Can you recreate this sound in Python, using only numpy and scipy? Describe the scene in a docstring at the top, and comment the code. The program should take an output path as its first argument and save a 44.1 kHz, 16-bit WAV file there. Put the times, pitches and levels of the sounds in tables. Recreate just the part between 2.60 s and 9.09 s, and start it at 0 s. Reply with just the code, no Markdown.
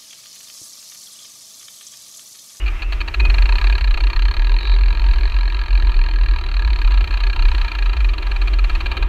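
"""A bicycle freewheel ticks as the bicycle coasts past a junction, speeding up and slowing again.
Its pawls (small catches) snap over the ratchet teeth and make the hub and frame ring.
The brake squeaks faintly near the start, and a loose part rattles once.
Wind shakes the case of a small camera on the bicycle into a deep rumble.
Underneath, the tyres drone on the asphalt and distant traffic hisses."""
import sys
import numpy as np
from scipy import signal
from scipy.fft import rfft, irfft, next_fast_len
from scipy.io import wavfile
from scipy.ndimage import uniform_filter1d

SR = 44100
rng = np.random.default_rng(int(sys.argv[2]) if len(sys.argv) > 2 else 0)


def file_out(sig):
    """Save sig as 16-bit WAV at sys.argv[1]."""
    # one column per channel
    cols = np.atleast_2d(sig).T
    # limit, then scale
    lim = np.clip(cols, -1, 1)
    pcm = np.round(lim * 32767).astype(np.int16)
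    wavfile.write(sys.argv[1], SR, pcm)


N = 286076

# The tone of distant traffic. Each row: frequency in Hz, level in dB.
TRAFFIC_TONE = [(200, -27), (500, -4), (1000, 1.5), (1500, 3), (2500, 4), (3400, -7), (4400, -12),
                (5100, -13.5), (6400, -15.5), (9000, -23.5), (15000, -27.5)]
# How loud the traffic is; a truck drives off early on. Each row: time in seconds, level in dB.
TRAFFIC_LEVEL = [(0, -41), (.45, -42.3), (.85, -39.8), (1.3, -46.5), (2, -50.5), (2.6, -48), (3.6, -52),
                 (4.6, -45.5), (6.49, -46)]
# The tone of the tyres' drone. Each row: frequency in Hz, level in dB.
TYRE_TONE = [(100, -13.5), (160, -12), (195, -8.5), (240, -5), (280, -8), (318, 5.5), (345, 0.5), (390, 3),
             (465, -13), (540, -8), (700, -10.5), (1500, -45.5)]
# Brief swells in the low drone and the gritty hiss.
# Each row: middle in seconds, half length in seconds, extra drone in dB, extra grit in dB.
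LOW_SWELLS = [(0.63, .08, 8, 0), (0.95, .22, 4, 1), (2.0, .4, 2.5, 0), (2.6, .13, 1.5, 4),
              (3.3, .1, 1.5, 4), (5.95, .06, 5.5, 0), (6.37, .11, 6, 1.5)]
# The tone of road grit through the soft tyre. Each row: frequency in Hz, level in dB.
GRIT_TONE = [(300, -2.5), (950, 7.5), (1600, 0.5), (2600, -1.5), (3400, 3.5), (4400, -11)]
# How hard the grit shakes the frame. Each row: time in seconds, level in dB.
GRIT_LEVEL = [(0.3, -57), (0.9, -53.5), (1.9, -57.5), (2.15, -55), (3.9, -56), (4.5, -51.5), (5.4, -51.3),
              (6.4, -50)]
# How hard the wind pushes the camera case. Each row: time in seconds, level in dB.
WIND_PUSH = [(0, -18), (0.24, -16), (0.45, -23), (0.66, -10), (0.9, -9.5), (1.35, -12.5), (2.15, -11),
             (2.75, -11), (2.94, -16), (3.13, -10), (4.0, -14), (4.28, -11), (4.6, -14), (4.9, -9),
             (5.08, -18), (5.5, -11), (5.7, -17), (6.15, -12.5), (6.49, -17)]
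# The tone of the churning air round the case. Each row: frequency in Hz, level in dB.
TURBULENCE_TONE = [(10, -24), (22, 3.5), (35, -1.5), (58, 4.5), (80, -7.5), (110, -19), (160, -30),
                   (300, -38.5), (800, -86)]
# How loud that churning air is. Each row: time in seconds, level in dB.
TURBULENCE_LEVEL = [(0.2, -27), (0.8, -23), (1.7, -27.5), (3.2, -27), (3.9, -24), (4.6, -26), (5.2, -32),
                    (6.2, -24)]
# Brake squeaks. Each row: middle in seconds, length in seconds, pitch in Hz, level in dB,
# waver as a share of the pitch.
SQUEAKS = [(0.01, 0.08, 2880, -39, 0.011), (0.008, 0.092, 2560, -43, 0.0095),
           (0.187, 0.12, 2060, -46, 0.02), (0.27, 0.27, 2630, -42, 0.03), (0.638, 0.1, 2500, -31, 0.0029)]
# A loose metal part. One row: start and end in seconds, knocks a second, pitch in Hz,
# ring time in seconds, level in dB.
RATTLE = (2, 2.155, 149.5, 3927, .007, -35.5)
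# How fast the wheel coasts. Each row: time in seconds, ratchet teeth passing a second.
WHEEL_SPEED = [(0.0, 2.58), (0.64, 19.25), (0.99, 34.39), (1.15, 37.09), (1.25, 29.76), (1.69, 33.96),
               (2.04, 47.11), (2.23, 40.73), (2.33, 45.29), (2.6, 40.19), (2.65, 45.59), (3.91, 38.56),
               (4.25, 34.07), (4.33, 29.42), (4.83, 32.78), (5.18, 27.69), (5.36, 27.72), (5.49, 21.7),
               (5.67, 22.94), (5.88, 15.69), (5.95, 18.62), (6.49, 18.0)]
# How hard the pawls hit; a fast wheel leaves them less time to drop, so they hit more lightly.
# Each row: time in seconds, level in dB.
PAWL_FORCE = [(0.3, -21.3), (0.55, -19), (0.85, -21), (1.05, -21.5), (1.25, -23.5), (1.6, -22.5),
              (2.05, -27.8), (3.7, -27.8), (4.7, -23.5), (5.7, -24.7), (6.2, -20)]
# A second pawl falls out of step. Each row: time in seconds, level in dB.
STRAY_SNAPS = [(4.321, -25), (4.529, -29)]
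# The notes of the hub, frame and camera mount. Each row: pitch in Hz, ring time in seconds,
# level in dB, extra dB each time the speed doubles, direction of swing (1 or -1).
FRAME_MODES = [(700, 0.03, -16, 0, 1), (801, 0.07, -16, -1.5, 1), (925, .05, -6.5, 3.5, 1),
               (967, 0.065, -13, 4, 1), (1215, 0.033, -2, -0.5, -1), (1251, .022, -1, -1, 1),
               (1339, 0.014, -3.5, -0.5, -1), (1642, 0.031, -1.5, 3, -1), (1744, 0.016, -10.5, 7, 1),
               (1880, 0.049, -11, 1.5, 1), (2065, 0.04, -13.5, 0, 1), (2243, 0.013, -5.5, 2, 1),
               (2383, 0.023, -4, -2.5, 1), (2525, 0.013, -4.5, -1.5, -1), (2774, .022, -6.5, -2, -1),
               (3083, 0.013, -8.5, 0, -1), (3515, 0.036, -20, 4.5, -1), (3955, 0.013, -2.5, 2.5, 1),
               (4250, 0.016, -2.5, 0.5, 1), (4334, 0.0089, -0.5, 4, -1), (4607, 0.021, -15.5, -1.5, -1)]
# Two notes in each snap: the bright one leads as the bicycle sets off, the hollow one as it slows.
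# Each row: time in seconds, hollow level in dB, bright level in dB.
NOTE_LEVELS = [(0, 1, 16), (.55, 3, 19), (1.3, 2, 13.5), (2, 3, 0), (5.3, 4, 0), (5.8, 10, 0),
               (6.15, 17, 4)]
# The tone of a snap heard through the air. Each row: frequency in Hz, level in dB.
SNAP_TONE = [(400, -28), (1200, -3), (2500, 7.5), (4400, 10), (5200, -8), (6400, -3.5), (7300, -9.5),
             (9000, -16), (12000, -15.5), (13000, -21), (15000, -15)]
# The notes of the pawls themselves. Each row: pitch in Hz, ring time in seconds, level in dB.
PAWL_MODES = [(6170, 0.023, -5), (8180, 0.022, -17), (11830, .025, -10), (14700, .02, -8)]

CRUISE_TEETH_PER_S = 36
TIME = np.arange(N) / SR


def undb(db):
    """Turn decibels into a number to multiply by."""
    return 10 ** (np.asarray(db) / 20)


def unit(x):
    """Scale a signal so that its average size (rms) is 1."""
    return x / np.sqrt(np.mean(x ** 2))


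def curves(table):
    """Join a timed table's rows with straight lines: one curve for each column after the time."""
    seconds, *columns = np.transpose(table)
    return [np.interp(TIME, seconds, column) for column in columns]


def colour(x, tone):
    """Filter a signal by a tone table; white noise would keep its overall power."""
    size = next_fast_len(N + SR // 4, real=True) // 2 * 2
    hz, db = np.transpose(tone)
    bin_hz = np.fft.rfftfreq(size, 1 / SR)
    gain = unit(undb(np.interp(np.log(bin_hz + 1), np.log(hz), db)))
    # fold the filter so that it rings only after a sound, never before
    cepstrum = irfft(np.log(gain))
    cepstrum[1:size // 2] *= 2
    cepstrum[size // 2 + 1:] = 0
    return irfft(rfft(x, size) * np.exp(rfft(cepstrum)))[:N]


def noise(tone):
    """Noise with the given tone and an average size of 1."""
    return unit(colour(rng.standard_normal(N), tone))


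def wander(rate):
    """A smooth random curve of average size 1 that changes `rate` times a second."""
    hold = max(int(SR / rate), 1)
    steps = np.repeat(rng.standard_normal(N // hold + 1), hold)
    return unit(uniform_filter1d(uniform_filter1d(steps, hold), hold)[:N])


def mode(x, hz, ring_s):
    """One ringing note set off by x; it fades by 60 dB in its ring time, ring_s."""
    fade = np.exp(-np.log(1000) / (ring_s * SR))
    angle = 2 * np.pi * hz / SR
    feedback = [1, -2 * fade * np.cos(angle), fade * fade]
    return np.sqrt((1 - fade * fade) / 2) * signal.lfilter([1, 0, -1], feedback, x)


def traffic(flicker_db=1.5):
    """Distant traffic makes a hiss whose level flickers."""
    return noise(TRAFFIC_TONE) * undb(curves(TRAFFIC_LEVEL)[0] + flicker_db * wander(13))


def swells():
    """Two curves: the decibels that the brief swells add to the drone and to the grit."""
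    return sum(np.outer(extra_db, np.exp(-((TIME - middle) / half_length) ** 2))
               for middle, half_length, *extra_db in LOW_SWELLS)


def tyres(level_db=-44.5, grain_db=1.5):
    """The tyres drone over coarse asphalt; the drone swells briefly now and then."""
    return noise(TYRE_TONE) * undb(level_db + swells()[0] + grain_db * wander(30))


def grit(flicker_db=1.5):
    """Road grit sends a fine shaking up through the tyres."""
    return noise(GRIT_TONE) * undb(curves(GRIT_LEVEL)[0] + swells()[1] + flicker_db * wander(23))


def wind(eddy_hz=43, wander_hz=5.0, throb=.8, throbs_per_s=32, gust_db=2.0, case_hz=68):
    """Eddies (swirls of air) shake the camera case while churning air flutters round it."""
    eddies = np.sin(2 * np.pi * np.cumsum(eddy_hz + wander_hz * wander(25)) / SR)
    throbs = np.tanh(1 + throb * wander(throbs_per_s))  # flat tops and short lulls
    push = unit(eddies * throbs) * undb(curves(WIND_PUSH)[0])
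    # the case is too heavy to follow fast shaking
    rumble = signal.sosfiltfilt(signal.butter(2, case_hz, fs=SR, output="sos"), push)
    flutter = noise(TURBULENCE_TONE) * undb(curves(TURBULENCE_LEVEL)[0] + gust_db * wander(15))
    return rumble + flutter


def brake(rasp_db=4.0):
    """The pad grazes the wheel and sings briefly, sticking and slipping on a wavering pitch."""
    squeaks = 0
    for middle, length, hz, db, waver in SQUEAKS:
        touch = np.sqrt(np.maximum(1 - (2 * (TIME - middle) / length) ** 2, 0))
        tone = np.sin(2 * np.pi * np.cumsum(hz * (1 + waver * wander(600))) / SR)
        squeaks += undb(db) * touch * unit(tone * undb(rasp_db * wander(350)))
    return squeaks


def rattle(uneven_db=2.0, jitter=0.23, max_knocks=40):
    """A loose part knocks quickly and unevenly against its seat and rings on one high note."""
    start, end, rate, hz, ring_s, db = RATTLE
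    gaps = np.abs(1 + jitter * rng.standard_normal(max_knocks)) / rate
    times = start + np.cumsum(gaps)
    force = undb(uneven_db * rng.standard_normal(max_knocks)) * (times < end)
    knocks = np.bincount((times * SR).astype(int), force, N)[:N]
    # the seat rings along with the part, so each knock swells softly
    ring = mode(mode(knocks, hz, ring_s), hz, ring_s)
    share_of_scene = (end - start) * SR / N
    return undb(db) * np.sqrt(share_of_scene) * unit(ring)


def camera_mount(x, edge_hz=4750):
    """The camera mount lets little of the frame's treble through."""
    return signal.sosfilt(signal.butter(10, edge_hz, fs=SR, output="sos"), x)


def frame(shaking):
    """The hub and frame ring; neighbouring notes that swing the same way leave a dip between them."""
    doublings = np.log2(curves(WHEEL_SPEED)[0] / CRUISE_TEETH_PER_S)
    ring = sum(swing * mode(shaking * undb(db + extra_db * doublings), hz, ring_s)
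               for hz, ring_s, db, extra_db, swing in FRAME_MODES)
    return camera_mount(ring)


def chatter(blows, buzz_s):
    """Loose parts buzz for a moment after each blow."""
    fade = np.exp(-2 * np.log(1000) / (buzz_s * SR))
    energy = signal.lfilter([1 - fade], [1, -fade], blows ** 2)
    return np.sqrt(energy) * rng.standard_normal(N)


def snaps(start_tooth=.738):
    """Each passing tooth makes a snap, and strays join in. Gives times, seconds per tooth and dB."""
    teeth_per_s, force_db = curves(WHEEL_SPEED)[0], curves(PAWL_FORCE)[0]
    teeth = start_tooth + np.cumsum(teeth_per_s) / SR
    pass_s = np.interp(np.arange(1, teeth[-1]), teeth, TIME)
    stray_s, stray_db = np.transpose(STRAY_SNAPS)
    when = np.r_[pass_s, stray_s]
    tooth_s = 1 / np.interp(when, TIME, teeth_per_s)
    return when, tooth_s, np.r_[np.interp(pass_s, TIME, force_db), stray_db]


def pawl_blows(spread_s=.001, bounce_teeth=.125, lead_s=.0012, jitter_s=.0004,
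               uneven_db=3.0, scatter_db=0.9, count=7):
    """At each tooth one pawl drops cleanly while others bounce round it, for longer on a slow wheel."""
    when, tooth_s, db = snaps()
    place = (np.arange(count) + rng.random((len(when), count))) / count - .5
    share = undb(uneven_db * rng.standard_normal(place.shape)) * rng.choice([-1, 1], place.shape)
    # the clean drop is alike on every tooth, so fast coasting gains a pitch
    clean = count // 2
    place[:, clean] = 0
    share[:, clean] = 2 / (tooth_s * CRUISE_TEETH_PER_S)
    share /= np.linalg.norm(share, axis=1, keepdims=True)
    late, harder = rng.standard_normal((2, len(when), 1))
    bounce_s = spread_s + bounce_teeth * tooth_s[:, None]
    times = when[:, None] - lead_s + jitter_s * late + place * bounce_s
    force = share * undb(db[:, None] + scatter_db * harder)
    samples = np.clip(times * SR, 0, N - 1).astype(int)
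    return np.bincount(samples.ravel(), force.ravel(), N)


def freewheel(ring_db=17, chatter_db=-6, snap_db=5.5, fizz_db=5.7, ping_db=-10):
    """Pawl blows and road grit ring the frame; a thin snap and the pawls' ping come through the air."""
    blows = pawl_blows()
    knocks = blows + undb(chatter_db) * chatter(blows, buzz_s=0.038)
    ring = frame(undb(ring_db) * knocks + grit())
    hollow_db, bright_db = curves(NOTE_LEVELS)
    hollow = mode(blows * undb(hollow_db), hz=1170, ring_s=.022)
    bright = mode(blows * undb(bright_db), hz=2470, ring_s=.03)
    fizz = undb(fizz_db) * chatter(blows, buzz_s=0.034)
    snap = colour(undb(snap_db) * blows + fizz, SNAP_TONE)
    ping = sum(undb(db + ping_db) * mode(blows, hz, ring_s) for hz, ring_s, db in PAWL_MODES)
    return ring + camera_mount(hollow + bright) + snap + ping


def scene():
    """All the sounds add up at one microphone."""
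    return (freewheel() + brake() + rattle() + wind() + tyres() + traffic())[None]


def record(dry):
    """The camera cuts off the highest treble."""
    top_hz = 15400
    return signal.sosfilt(signal.ellip(8, .2, 70, top_hz, fs=SR, output="sos"), dry)


dry = scene()
out = record(dry)
file_out(out)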